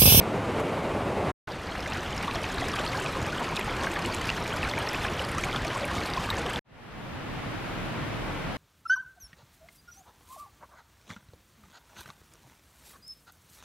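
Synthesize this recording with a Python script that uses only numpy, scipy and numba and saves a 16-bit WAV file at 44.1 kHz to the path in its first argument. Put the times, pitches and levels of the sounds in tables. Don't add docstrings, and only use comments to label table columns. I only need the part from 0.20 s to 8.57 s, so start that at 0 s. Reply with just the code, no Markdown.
import sys
import numpy as np
from scipy import signal
from scipy.fft import rfft, irfft, next_fast_len
from scipy.io import wavfile
from scipy.ndimage import uniform_filter1d, map_coordinates
from numba import njit

SR = 44100
rng = np.random.default_rng(int(sys.argv[2]) if len(sys.argv) > 2 else 0)


def transcribe(signal):
    frames = np.atleast_2d(signal).T
    limited = np.clip(frames, -1, 1)
    pcm = np.round(limited * 32767).astype(np.int16)
    wavfile.write(sys.argv[1], SR, pcm)


def ratio_of_db(decibels):
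    return 10 ** (np.asarray(decibels, float) / 20)


N = 369103

# start in seconds, end in seconds, closing fade in seconds.
BROOK_TIME = (1.2735, 6.3925, 0.00047)
# time in seconds, level in dB.
BROOK_FLOW = [
    (1.27, -37),
    (1.5, -36),
    (1.8, -34.5),
    (2.1, -33),
    (2.6, -31.5),
    (3.1, -33.5),
    (3.6, -32.5),
    (5.6, -32.5),
    (6.0, -33),
    (6.4, -33),
]
FULL_FLOW_DB = -32.5
# frequency in Hz, side minus mid in dB.
PAIR_WIDTH = [(60, -10), (130, -7), (290, -2.5), (640, -4), (1410, -4), (3100, -3.5), (6820, 3),
              (15000, 0.5)]


def brook():
    flow_db, = curves(BROOK_FLOW)
    spray_db = -46.5 + 1.8 * (flow_db - FULL_FLOW_DB)
    # frequency in Hz, level in dB per Hz.
    bed_tone = [(12, -40), (20, -3.5), (92, 2.5), (286, -3.5), (1310, -8), (3360, -17), (8860, -36),
                (13800, -42.5), (15000, -48.5)]
    bed = ratio_of_db(flow_db + 0.27 * wobble(15)) * rush(bed_tone, patchy_db=1.5)[0]
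    gurgle = babble(count=2600, centre_hz=1501, octaves=0.91, cycles=32.6, spread_db=2.6, clump=0.5)
    spray = babble(count=9000, centre_hz=7000, octaves=0.6, cycles=40, spread_db=1.7, clump=0.9)
    swarms = ratio_of_db(flow_db - 6.5) * gurgle + ratio_of_db(spray_db - 5.5) * spray
    splashing = ratio_of_db(spray_db - 1.5) * splashes()
    water = bed + swarms + splashing + glugs() + plinks() + spits() + mist()
    return water * sounding(*BROOK_TIME)


def babble(count, centre_hz, octaves, cycles, spread_db, clump):
    # frequency in Hz, level in dB per Hz.
    bubble_tone = [(180, -32), (300, -3), (1040, -1.5), (2100, -7.5), (2560, -6), (3120, -6.5), (8880, -22),
                   (13800, -24.5), (15000, -48.5)]
    density = np.cumsum(np.exp(clump * wobble(25)))
    u, g = rng.random((count, 2)), rng.standard_normal((count, 3))
    s = np.interp(u[:, 0], density / density[-1], np.arange(N) / SR)
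    hz = np.clip(centre_hz * 2 ** (octaves * g[:, 0]), 250, 14800)
    level_db = along(bubble_tone, hz) - spread_db * np.log(u[:, 1] + 0.006)
    gain = ratio_of_db(level_db) * hz ** 0.79
    life = cycles * np.exp(0.38 * g[:, 1])
    return unit(bubbles(N, SR, s, gain, hz, life, 0.11 * g[:, 2], 0.9))


def glugs():
    # start in seconds, peak in dB, pitch in Hz.
    clear_glugs = [(1.672, -22.5, 630), (2.08, -16.5, 1120), (2.154, -21.5, 692), (2.422, -17.5, 697),
                   (2.537, -19, 1230), (2.628, -23, 689), (2.745, -22, 1045), (2.781, -22, 870),
                   (2.968, -20.5, 1040), (3.076, -22, 1150), (3.322, -22, 1000), (3.476, -21, 844),
                   (3.701, -20, 334), (3.769, -21, 1210), (4.338, -21.5, 1470), (5.182, -18.5, 1279),
                   (5.45, -20, 680), (5.56, -20, 1070), (5.632, -17, 556), (5.711, -18.5, 1090),
                   (5.973, -14, 1020), (6.089, -20.5, 1140), (6.105, -19.5, 960), (6.192, -20, 448),
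                   (6.253, -21, 498)]
    s, db, hz = crowd(clear_glugs, count=40, level_db=-25.5, spread_db=5, low_hz=331.4, high_hz=1297).T
    life = 36.6 * (hz / 1000) ** 0.44
    glide = 0.03 + 0.07 * rng.standard_normal(len(s))
    return bubbles(N, SR, s, ratio_of_db(db), hz, life, glide, 1.87)


def plinks():
    # start in seconds, peak in dB, pitch in Hz.
    clear_plinks = [(1.661, -17.5, 2100), (1.7214, -24, 2640), (2.0107, -23.5, 2240), (2.111, -20.5, 2560),
                    (2.2417, -19.5, 2560), (2.417, -24, 1960), (2.6643, -20.5, 3180), (2.8615, -19.5, 2530),
                    (3.3665, -16.5, 3620), (3.393, -19, 2060), (3.4116, -20.5, 2430), (3.67, -15.5, 1640),
                    (3.761, -17, 1720), (3.8515, -18.5, 2620), (4.091, -19, 2660), (4.1012, -14.5, 2800),
                    (4.4302, -14.5, 2530), (4.537, -21, 2080), (4.5792, -19, 2340), (4.6733, -21.5, 1880),
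                    (4.746, -18, 2550), (4.8497, -17.5, 1680), (4.994, -20, 2950), (5.2378, -15, 2320),
                    (5.329, -18.5, 3450), (5.361, -17.5, 3480), (5.644, -20.5, 2410), (5.9364, -23, 3720),
                    (6.3598, -20, 3540)]
    rows = crowd(clear_plinks, count=90, level_db=-28, spread_db=7.5, low_hz=1510, high_hz=2790)
    ringing = drops(rows, cycles=33.0, rise=0.77, lift_db=-0.1, scatter=0.244, lag=0.0022)
    impact = drops(rows * [1, 1, 1.3], cycles=7, rise=0.25, lift_db=-3.5, scatter=0.5, lag=0.0006)
    return ringing + impact


def spits():
    # start in seconds, peak in dB, pitch in Hz.
    clear_spits = [(1.6052, -31, 5160), (1.7344, -29, 5130), (1.9783, -28, 5300), (2.1559, -31.5, 5430),
                   (2.2986, -32.5, 5080), (2.4847, -29.5, 5090), (2.6766, -28.5, 4290), (2.77, -30, 4300),
                   (3.3652, -27, 5600), (3.859, -30.5, 4300), (4.3689, -31.5, 5070), (4.4956, -28.5, 4220),
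                   (4.6682, -28, 4400), (4.6892, -25.5, 5300), (5.049, -31.5, 4800), (5.182, -29, 5900),
                   (5.2364, -30, 6200), (5.4794, -31, 4350), (5.8595, -30, 4400), (5.9358, -27, 4660),
                   (6.1024, -19.5, 3800), (6.1688, -29, 6340)]
    rows = crowd(clear_spits, count=34, level_db=-33.5, spread_db=4, low_hz=4180, high_hz=6870)
    ringing = drops(rows, cycles=60.0, rise=0.5, lift_db=0.5, scatter=0.15, lag=0.0013)
    return ringing + spatter(rows, low_hz=4000, decay=0.0064, lift_db=-17)


def mist():
    # start in seconds, peak in dB, pitch in Hz.
    clear_droplets = [(2.235, -35.5, 8400), (2.343, -30.5, 9000), (2.4835, -33.5, 7765),
                      (2.7999, -31.5, 7530), (3.195, -35, 7910), (3.3655, -31, 7770),
                      (3.3944, -30.5, 10110), (3.7149, -32, 7760), (3.7387, -33, 9050), (3.86, -28.5, 8000),
                      (3.9468, -24.5, 7750), (4.098, -34.5, 8200), (4.5884, -28.5, 8600),
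                      (4.7327, -33, 11300), (5.0488, -35, 10100), (5.1163, -31, 9000), (5.183, -31, 9100),
                      (5.245, -31.5, 8770), (5.5774, -34, 7990), (5.653, -30.5, 10460),
                      (5.862, -33.5, 8690), (6.1876, -34, 7540), (6.3014, -33.5, 8320), (6.3336, -30, 7990)]
    # start in seconds, peak in dB, pitch in Hz.
    clear_specks = [(2.0741, -47, 11500), (3.0379, -45, 12500), (3.3941, -41, 11600), (3.4834, -45, 13000),
                    (3.6625, -45, 11900), (3.6984, -43, 12000), (3.9493, -37, 13200), (4.2097, -40, 11800),
                    (4.5884, -37, 11600), (4.9241, -43, 12800), (5.182, -40, 11500), (5.7527, -42, 12700),
                    (5.8166, -43, 11500), (6.3005, -45.5, 11900)]
    fine = crowd(clear_droplets, count=50, level_db=-38.5, spread_db=7.5, low_hz=7520, high_hz=11000)
    finest = crowd(clear_specks, count=45, level_db=-46, spread_db=10, low_hz=11000, high_hz=14500)
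    droplets = drops(fine, cycles=24.3, rise=0.85, lift_db=4.5, scatter=0.17, lag=0.0025)
    specks = drops(finest, cycles=25, rise=1.4, lift_db=3.5, scatter=0.08, lag=0.0012)
    return droplets + specks + spatter(fine, low_hz=7400, decay=0.0051, lift_db=-13)


def splashes():
    # frequency in Hz, level in dB per Hz.
    splash_tone = [(1470, -24.5), (2500, 0), (3110, -8), (3350, -6), (8810, -15.5), (13900, -30.5),
                   (15000, -34)]
    u = rng.random((800, 2))
    strength = ratio_of_db(-4.5 * np.log(u[:, 1] + 0.03))
    starts = np.bincount((u[:, 0] * N).astype(int), strength, N)
    return unit(dying(starts, decay=0.0044) * rush(splash_tone, patchy_db=3.5)[0])


def spatter(rows, low_hz, decay, lift_db):
    s, db, _ = np.transpose(rows)
    starts = np.bincount((s * SR).astype(int), ratio_of_db(db + lift_db), N)
    spray_tone = [(low_hz * 0.31, -30), (low_hz, 0), (15000, -12)]
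    return dying(starts, decay) * rush(spray_tone, patchy_db=6.5)[0]


def crowd(rows, count, level_db, spread_db, low_hz, high_hz):
    start, end, _ = BROOK_TIME
    u = rng.random((count, 3))
    s = start + (np.arange(count) + u[:, 0]) / count * (end - start)
    flow_db = np.interp(s, *np.transpose(BROOK_FLOW)) - FULL_FLOW_DB
    db = level_db + spread_db * (u[:, 1] - 0.5) + flow_db
    hz = low_hz * (high_hz / low_hz) ** u[:, 2] ** 1.5
    return np.vstack([rows, np.c_[s, db, hz]])


def drops(rows, cycles, rise, lift_db, scatter, lag, count=3):
    s, db, hz = np.repeat(rows, count, axis=0).T
    chance = rng.standard_normal((len(s), 4))
    satellite = np.arange(len(s)) % count > 0
    s = s + satellite * lag * abs(chance[:, 2])
    hz = np.minimum(hz * np.exp(satellite * scatter * (chance[:, 3] + 0.35)), 14800)
    life = cycles * np.exp(0.29 * chance[:, 0])
    gain = ratio_of_db(db + lift_db - 8.2 * satellite)
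    return bubbles(N, SR, s, gain, hz, life, 0.038 * chance[:, 1], rise)


@njit
def bubbles(n, sr, s, gain, hz, cycles, glide, rise):
    out = np.zeros(n)
    for k in range(len(s)):
        start = int(s[k] * sr)
        for i in range(min(int(cycles[k] * sr / hz[k]), n - start)):
            c = i * hz[k] / sr
            swell = np.exp(-np.log(1000) * c / cycles[k]) * (1 - np.exp(-c / rise))
            out[start + i] += gain[k] * swell * np.sin(2 * np.pi * c * (1 + glide[k] * c / cycles[k]))
    return out


def fall():
    # time in seconds, level in dB.
    fall_level = [(6.45, -37), (6.8, -37), (7.4, -37), (7.7, -37), (8.05, -37), (8.37, -37)]
    # frequency in Hz, level in dB per Hz.
    fall_tone = [(120, -9), (200, -6.5), (379, -7), (461, -5.5), (873, -7), (963, -8), (1760, -11),
                 (2980, -16), (6530, -35), (10000, -40.5), (13000, -70), (22000, -120)]
    rumble_tone = [(12, -33), (20, -23), (35, 3.5), (65, -9), (108, 1.5), (269, -6.5), (350, -8),
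                   (460, -37), (770, -120)]
    # frequency in Hz, left minus right in dB.
    lean = [(60, -3), (180, -1.0), (550, 1.5), (1650, 1.5), (4970, 0), (15000, 0.5)]
    fall_db, = curves(fall_level)
    body = ratio_of_db(fall_db + 0.25 * wobble(19)) * rush(fall_tone, patchy_db=0.2, width=PAIR_WIDTH)
    rumble = ratio_of_db(fall_db - 0.4 + 0.7 * wobble(7)) * rush(rumble_tone, patchy_db=1, width=PAIR_WIDTH)
    halves = np.array([[0.5], [-0.5]])
    wide = filtered(body + rumble + microphone_hiss(), lambda hz: ratio_of_db(along(lean, hz) * halves))
    opening = np.clip((np.arange(N) / SR - 6.444) / 1.28, 0, 1)
    return wide * np.sin(np.pi / 2 * opening)


def cascade():
    # start in seconds, end in seconds, closing fade in seconds.
    meadow_time = (0, 1.118, 0.013)
    # time in seconds, level in dB.
    surges = [
        (0.0, -28.5),
        (0.37, -29),
        (0.406, -27),
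        (0.45, -29.5),
        (0.654, -28),
        (0.68, -29),
        (1.1, -28),
    ]
    # frequency in Hz, level in dB per Hz.
    roar_tone = [(15, -43), (25, -11), (43, -10.5), (75, -4), (109, -1), (154, -2.5), (181, -2), (558, -2),
                 (673, -4), (1150, -9.5), (1720, -17), (2240, -16.5), (5420, -34.5), (9270, -38.5),
                 (15000, -52)]
    level_db, = curves(surges)
    roar = ratio_of_db(level_db + 0.3 * wobble(14) + 0.8 * wobble(40)) * rush(roar_tone, patchy_db=0.8)[0]
    brushing = np.exp(-((np.arange(N) / SR - 0.402) / 0.008) ** 2)
    blades = [(4000, -31), (6500, 1.5), (13000, -8), (15000, -16.5)]
    grass = ratio_of_db(-49) * brushing * rush(blades, patchy_db=2)[0]
    return (roar + grass) * sounding(*meadow_time)


def microphone_hiss():
    # frequency in Hz, level in dB per Hz.
    hiss_tone = [(3530, -35), (6000, -17), (8150, -12), (10500, 2), (11700, 0.5), (15600, -3.5)]
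    return ratio_of_db(-64.1 + 0.7 * wobble(14)) * rush(hiss_tone, patchy_db=0.3, width=PAIR_WIDTH)


def rush(tone, patchy_db, width=((100, -90), (1000, -90))):
    z = signal.stft(rng.standard_normal((2, N)), nperseg=512)[2]
    field = uniform_filter1d(rng.standard_normal(z.shape[1:]), size=6, axis=0)
    field = uniform_filter1d(field, size=6, axis=1)
    pair = signal.istft(z * ratio_of_db(patchy_db * unit(field)), nperseg=512)[1][:, :N]

    def colour(hz):
        return (hz > 12) * ratio_of_db(along(tone, hz) + [0 * hz, along(width, hz)])

    mid, side = filtered(pair, colour)
    return np.array([mid + side, mid - side]) / np.std(mid)


def dying(starts, decay):
    return signal.lfilter([1], [1, -np.exp(-1 / (decay * SR))], starts)


def sounding(start, end, fade):
    t = np.arange(N) / SR
    return (t >= start) * np.clip((end - t) / fade, 0, 1)


def wobble(rate):
    knots = rng.standard_normal(int(N * rate / SR) + 4)
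    return map_coordinates(knots, [np.arange(N) * rate / SR])


def curves(rows):
    s, *cols = np.transpose(rows)
    return [np.interp(np.arange(N) / SR, s, c) for c in cols]


def along(points, hz):
    f, v = np.transpose(points)
    return np.interp(np.log(hz + 1), np.log(f + 1), v)


def filtered(x, response):
    m = next_fast_len(N + 8192)
    return irfft(rfft(x, m) * response(np.fft.rfftfreq(m, 1 / SR)), m)[..., :N]


def unit(x):
    return x / np.sqrt(np.mean(x ** 2) + 1e-20)


def scene():
    def band(hz):
        return np.where(hz < 14990, 1, ratio_of_db([[-60], [-32]])) * hz / np.hypot(hz, 8)

    mono = filtered(np.array([cascade(), brook()]), band).sum(axis=0)
    heard = sounding(0, 1.145, 0.02) + sounding(1.272, 6.412, 0.002)
    return mono * heard + fall()


def roll_off(x):
    return signal.sosfilt(signal.butter(12, 15700, fs=SR, output="sos"), x)


def record(dry):
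    return roll_off(dry)


dry = scene()
out = record(dry)
transcribe(out)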